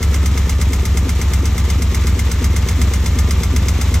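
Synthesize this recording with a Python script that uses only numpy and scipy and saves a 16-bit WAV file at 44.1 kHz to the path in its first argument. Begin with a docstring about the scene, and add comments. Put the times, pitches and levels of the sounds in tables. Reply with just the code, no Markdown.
"""Outdoors, just above the open hood of a car, an old V8 idles at about 980 rpm.
Eight uneven firings boom in the exhaust pipe in each engine cycle (two turns of the crank). Once a
cycle a pipe joint puffs and a loose tappet (a part that pushes a valve) ticks, ringing the engine block.
About every third cycle stumbles and burbles, so the idle limps along. Underneath, the other valves
clatter, the fan rustles, the generator and pumps whirr, and a belt whines."""
import sys
import numpy as np
from scipy import signal
from scipy.fft import rfft, irfft
from scipy.io import wavfile
from scipy.ndimage import uniform_filter1d

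SR = 44100
rng = np.random.default_rng(int(sys.argv[2]) if len(sys.argv) > 2 else 0)


def dump_mix(stems):
    """Bounce the given channels to the path in sys.argv[1] as a 16-bit WAV at rate SR."""
    frames = np.atleast_2d(stems).T  # one column per channel
    limited = np.clip(frames, -1, 1)  # hard clip at full scale
    pcm = np.round(limited * 32767).astype(np.int16)
    wavfile.write(sys.argv[1], SR, pcm)


N = 176400

# Engine cycles, each starting as the loose tappet strikes: t/s, relative tick level/dB, stumble/0-1
CYCLES = [(0.0271, -0.8, 0.01), (0.142, -1, 0.5), (0.2583, -0.5, 0.83), (0.375, -1.5, 0.23),
          (0.4935, 0, 0.6), (0.613, 0, 0.98), (0.7313, -1, 0.23), (0.8525, -0.5, 0.67), (0.9713, -0.8, 1),
          (1.0914, -0.6, 0.25), (1.214, -1.2, 0.3), (1.3344, -0.1, 0.85), (1.4541, -1.4, 0.2),
          (1.5786, -1.5, 0), (1.7004, -1.5, 0.92), (1.8204, -1.8, 0.17), (1.945, -0.5, 0.4),
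          (2.069, -1.5, 0.58), (2.1915, 0.5, 0.2), (2.3145, -0.5, 0.69), (2.4418, -0.1, 0.35),
          (2.5624, 0, 0.38), (2.6859, -0.3, 0.93), (2.8146, 0.3, 0.07), (2.935, -0.5, 0.03),
          (3.06, 0, 0.77), (3.1869, 0.2, 0), (3.3079, 0.5, 0.03), (3.4329, -1, 0.93), (3.5616, 0, 0.3),
          (3.6833, 1.5, 0.24), (3.8124, -0.4, 0.44), (3.9409, 0, 0)]


def exhaust():
    """Eight uneven firings a cycle ring the muffled pipe over a deep hum, in a three-cycle pattern."""
    # Firings: place in the cycle/0-1, delay in cycle 1/s, relative level/dB in cycles 1, 2 and 3
    cylinders = [(0.094, .0005, 3.5, -1.2, 0), (0.191, .0005, -1, 2, 1.7), (0.349, .0011, 3.5, 4, 4.5),
                 (0.462, .0025, 7, 0, 1.5), (0.565, -.0004, -0.2, 3, -0.3), (0.718, .0023, -7.5, 2, -0.7),
                 (0.856, .0003, 2.5, 1.6, 3.5), (.963, -.0016, -6, -17.5, -2)]
    # A steady deep hum near 43 Hz, and two notes the pipe rings at: f/Hz, width/Hz, relative level/dB
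    hum_and_pipe = [(42.7, 1.1, -7), (73.64, 11, 1), (167, 9.6, -12)]
    jitter_s, scatter_db, rise_db_per_s, muffler_hz = .0002, .4, .5, 75.5
    beat = crank()[0][:-1] % 3
    firings = 0
    for place, delay, *db in cylinders:
        late, size = rng.standard_normal((len(beat), 2)).T
        times = crank_times(place) + jitter_s * late + delay * (beat == 0)
        strengths = gain(np.array(db)[beat] + scatter_db * size + rise_db_per_s * times)
        firings = firings + pulses(times, strengths)
    muffler = 1 / (1 + 1j * freqs() / muffler_hz)
    return set_level(filtered(-firings, resonances(hum_and_pipe) * muffler), db=-13.5)


def tappets():
    """Two tappets, one loose and loud, strike once a cycle. Returns their crack and the block's ring."""
    # The blow and its bounces: t/s after the blow, relative level/dB
    bounces = [(0, 0), (.0045, -8), (.0095, -11), (.016, -17)]
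    # Tone of the bright crack: f/Hz, relative level/dB
    crack_tone = [(700, -5.5), (1300, 1), (3000, -2.5), (4400, -3.5), (6200, 1), (8000, 2), (12000, 1),
                  (13200, -14.5), (16000, -14)]
    # Notes the engine block rings at: f/Hz, relative level/dB, time to fade by 60 dB/s
    block_notes = [(1216, -12, .08), (1464, -12, .05), (2105, 2.5, .046), (2228, -7, .035),
                   (3143, -10, .035), (3480, -5, .04), (4900, -7, .05), (5062, -4, .055), (5179, -10, .045),
                   (5920, -5, .05), (6126, -4.5, .05), (6373, -4, .05), (6480, -4, .035), (7644, -7, .035),
                   (8060, -2, .035), (9248, -7, .04), (12100, -7, .035)]
    rise_s, crack_decay_s, tail_decay_s, tail_db = .0019, .004, .013, -2.5
    quiet_tappet_db, scuff_lead_s, scuff_db = -16, .003, -13
    ring_jitter_s, ring_scatter_db = .0003, 1.2
    loud_times, loud_db, _ = np.array(CYCLES, float).T
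    quiet_times = crank_times(place=.745)
    times = np.r_[loud_times, quiet_times] - rise_s / 2
    db = np.r_[loud_db, np.full(len(quiet_times), quiet_tappet_db)]
    hits = pulses(times, gain(db))
    scuffs = pulses(times - scuff_lead_s, gain(db + scuff_db))  # a scrape just before each blow

    t = np.arange(SR // 8) / SR
    rise = 1 - np.exp(-(t / rise_s) ** 2)
    blow = rise * (np.exp(-t / crack_decay_s) + gain(tail_db) * np.exp(-t / tail_decay_s))
    shape = np.sqrt(sum(np.interp(t - delay, t, gain(drop) * blow, left=0) ** 2
                        for delay, drop in bounces))
    repeated = np.array([play_at(hits, shape * hiss[-len(t):]) for hiss in noise_pair(crack_tone)])
    fresh = play_at(hits + scuffs, shape) * noise_pair(crack_tone)
    alike = .75  # share of the crack that is the same at every blow
    crack = np.sqrt(alike) * repeated + np.sqrt(1 - alike) * fresh

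    block_ring = 0
    for hz, note_db, fade_s in block_notes:
        late, size = rng.standard_normal((len(times), 2)).T
        knocks = pulses(times + ring_jitter_s * late, gain(db + ring_scatter_db * size))
        note = rise * np.sin(2 * np.pi * hz * t) * np.exp(-np.log(1000) * t / fade_s)
        block_ring = block_ring + gain(note_db) * play_at(knocks, note)
    return set_level(crack, db=-33), set_level(block_ring, db=-36)


def joint_puffs():
    """One firing a cycle puffs out of a joint in the exhaust pipe."""
    # Notes the joint rings at: f/Hz, width/Hz, relative level/dB
    joint = [(233.6, 15.4, 8.5), (306, 140, -8.5), (373, 22, -3.5), (455.6, 15.5, 1)]
    scatter_db, cutoff_hz = .8, 560
    times = crank_times(place=.822)
    puffs = pulses(times, gain(scatter_db * rng.standard_normal(len(times))))
    response = resonances(joint) / (1 + (freqs() / cutoff_hz) ** 8)
    return set_level(filtered(-puffs, response), db=-33)


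def burble():
    """A hollow, rough note swells and falls in pitch late in each stumbling cycle."""
    end_hz, fall_hz, settle_s, swell_s = 215, 140, .028, .036
    t = np.arange(SR // 5) / SR
    hz = end_hz + fall_hz * np.exp(-t / settle_s)
    swell = (t / swell_s * np.exp(-t / swell_s)) ** 2
    _, _, stumble = crank()
    stumbles = pulses(crank_times(place=.57), stumble[:-1])
    notes = play_at(stumbles, swell * sine(hz))
    return set_level(notes * flutter(depth=.3, cutoff_hz=160), db=-34)


def valves():
    """The other valves close softly, each with a short hiss at its own place in the cycle."""
    # Valve closings: place in the cycle/0-1, relative level/dB
    closings = [(0.178, 5.5), (0.43, -7), (0.502, 1.5), (0.619, -3), (0.819, -1.5), (0.901, 3.5)]
    # Tone of the clatter: f/Hz, relative level/dB
    clatter_tone = [(900, -5.5), (2100, 2), (3500, -16), (6000, -0.5), (12000, -5), (15000, -17)]
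    jitter_s, scatter_db, decay_s = .0035, 2.5, .016
    taps = 0
    for place, db in closings:
        times = crank_times(place)
        late, size = rng.standard_normal((len(times), 2)).T
        taps = taps + pulses(times + jitter_s * late, gain(db + scatter_db * size))
    t = np.arange(SR // 10) / SR
    return set_level(play_at(taps, np.exp(-t / decay_s)) * noise_pair(clatter_tone), db=-40)


def air_rush():
    """Fan, belts and intake air rush, throbbing lightly with the firings and slowly growing louder."""
    # Tone of the rushing air: f/Hz, relative level/dB
    air_tone = [(20, -2), (35, 9), (100, 15.5), (140, 10), (280, 5), (440, 1.5), (560, -2), (760, -4),
                (950, -1.5), (1250, -3), (1600, -5.5), (2100, -2), (2600, -5.5), (3600, -5), (4500, -9.5),
                (7800, -10), (9200, -24), (11800, -9), (13200, -28), (15500, -41)]
    throb_depth, flicker_db, rise_db_per_s = .022, 1.23, .4
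    t = np.arange(N) / SR
    number, start, _ = crank()
    cycles_done = np.interp(t, start, number)
    throb = 1 + throb_depth * np.cos(2 * np.pi * 8 * cycles_done)
    flicker = set_level(uniform_filter1d(rng.standard_normal(N), size=600), db=0)
    loudness = throb * gain(flicker_db * flicker + rise_db_per_s * t)
    return set_level(noise_pair(air_tone) * loudness, db=-27.5)


def generator_and_pumps():
    """The belt-driven generator and pumps whirr faintly: noise squeezed into a few narrow notes."""
    # Notes of the whirr: f/Hz, width/Hz, relative level/dB
    notes = [(889, 6, 5), (1056, 30, -3), (1154, 22, -1), (1333, 16, 0), (1782, 18, -2), (4016, 40, -8)]
    return set_level(filtered(rng.standard_normal(N), resonances(notes)), db=-44.5)


def belt_whine():
    """The fan belt whines faintly, wandering in pitch and fluttering."""
    # Pitch of the whine: t/s, f/Hz
    pitch = [(0, 1340), (.2, 1275), (.55, 1220), (1.15, 1228), (1.65, 1190), (1.85, 1220), (2, 1185),
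             (2.3, 1212), (3.25, 1215), (3.45, 1165), (3.6, 1200), (3.9, 1135)]
    hz = np.interp(np.arange(N) / SR, *np.array(pitch, float).T)
    return set_level(flutter(depth=.3, cutoff_hz=20) * sine(hz), db=-46)


def crank():
    """Cycle numbers, their start times and their stumbles, with one more cycle at each end."""
    start, _, stumble = np.array(CYCLES, float).T
    start = np.r_[2 * start[0] - start[1], start, 2 * start[-1] - start[-2]]
    return np.arange(len(start)), start, np.r_[1, stumble, 0]


def crank_times(place):
    """The times at which the crank passes a place (0-1) in its cycle."""
    number, start, _ = crank()
    return np.interp(number[:-1] + place, number, start)


def gain(db):
    """Turn decibels into a number to multiply by."""
    return 10 ** (np.asarray(db) / 20)


def set_level(x, db):
    """Scale a sound to an average (rms) level."""
    return x * gain(db) / np.sqrt(np.mean(x ** 2))


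def freqs():
    """The frequencies, in Hz, that the filters work on."""
    return np.arange(N + 1) * SR / (2 * N) + 1e-6


def filtered(x, response):
    """Multiply each frequency in a sound by its own factor."""
    return irfft(rfft(x, 2 * N) * response)[..., :N]


def curve(points):
    """Join (frequency, value) points with straight lines on a log frequency scale."""
    hz, value = np.array(points, float).T
    return np.interp(np.log(freqs()), np.log(hz), value)


def resonances(notes):
    """A filter that lets through a band around each note."""
    s = 1j * freqs()
    return sum(gain(db) * width * s / (hz ** 2 + s ** 2 + width * s) for hz, width, db in notes)


def pulses(times, sizes):
    """One click of the given size at each time."""
    at = np.round(times * SR).astype(int)
    inside = (at >= 0) & (at < N)
    return np.bincount(at[inside], sizes[inside], N)


def play_at(clicks, sound):
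    """Start a copy of a sound at every click, scaled by the click's size."""
    return signal.fftconvolve(clicks, sound)[:N]


def noise_pair(tone):
    """Two unrelated noises with the same tone."""
    return filtered(rng.standard_normal((2, N)), gain(curve(tone)))


def sine(hz):
    """A pure note that follows a changing pitch."""
    return np.sin(2 * np.pi * np.cumsum(hz) / SR)


def flutter(depth, cutoff_hz):
    """A loudness factor that wobbles at random around 1, mostly slower than the cutoff."""
    wobble = filtered(rng.standard_normal(N), 1 / (1 + (freqs() / cutoff_hz) ** 4))
    return 1 + depth * set_level(wobble, db=0)


def scene():
    """All sources reach a left and a right microphone that differ in timing, level and likeness."""
    # How far the left side runs ahead: f/Hz, phase/rad
    left_lead = [(500, 0), (850, -.55), (1300, 0), (2200, .1), (4000, .6), (4750, 2.2), (5250, 0),
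                 (6500, .7), (8000, 2.1), (9000, 3.0), (10800, 3.25), (11500, 3.9), (12500, 4.5),
                 (13700, 6.28)]
    # How alike the noises are on the two sides: f/Hz, likeness/0-1
    side_likeness = [(200, 0.99), (700, 0.69), (1500, 1), (2400, 0.94), (3200, 0.36), (4800, 0.32),
                     (6000, 0.79), (8200, 0.62), (9200, 0.99), (10800, 1), (11600, 0.86), (13000, 1),
                     (14500, 0.62)]
    # How much louder the left side is: f/Hz, level/dB
    left_boost = [(80, 0), (170, 1.5), (350, 2.5), (650, 6.5), (1100, 4.5), (1600, -0.5), (2800, 1.5),
                  (5000, -0.5)]
    crack, block_ring = tappets()
    shared_noise, side_noise = crack + valves() + air_rush()
    likeness = curve(side_likeness)
    middle = exhaust() + joint_puffs() + burble() + generator_and_pumps() + belt_whine() + block_ring
    middle = middle + filtered(shared_noise, np.sqrt((1 + likeness) / 2))
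    side = filtered(side_noise, np.sqrt((1 - likeness) / 2))
    signs = np.array([[1], [-1]])  # left, right
    balance = gain(signs * curve(left_boost) / 2)
    right_delay = np.exp(-1j * curve(left_lead) * np.array([[0], [1]]))
    return filtered(middle + signs * side, balance * right_delay)


def record(dry):
    """Cut away the deepest bass and the highest treble."""
    low_cut_hz, high_cut_hz = 11.6, 15900
    dry = signal.sosfilt(signal.butter(3, low_cut_hz, "high", fs=SR, output="sos"), dry)
    return signal.sosfilt(signal.ellip(10, .2, 80, high_cut_hz, fs=SR, output="sos"), dry)


dry = scene()
out = record(dry)
dump_mix(out)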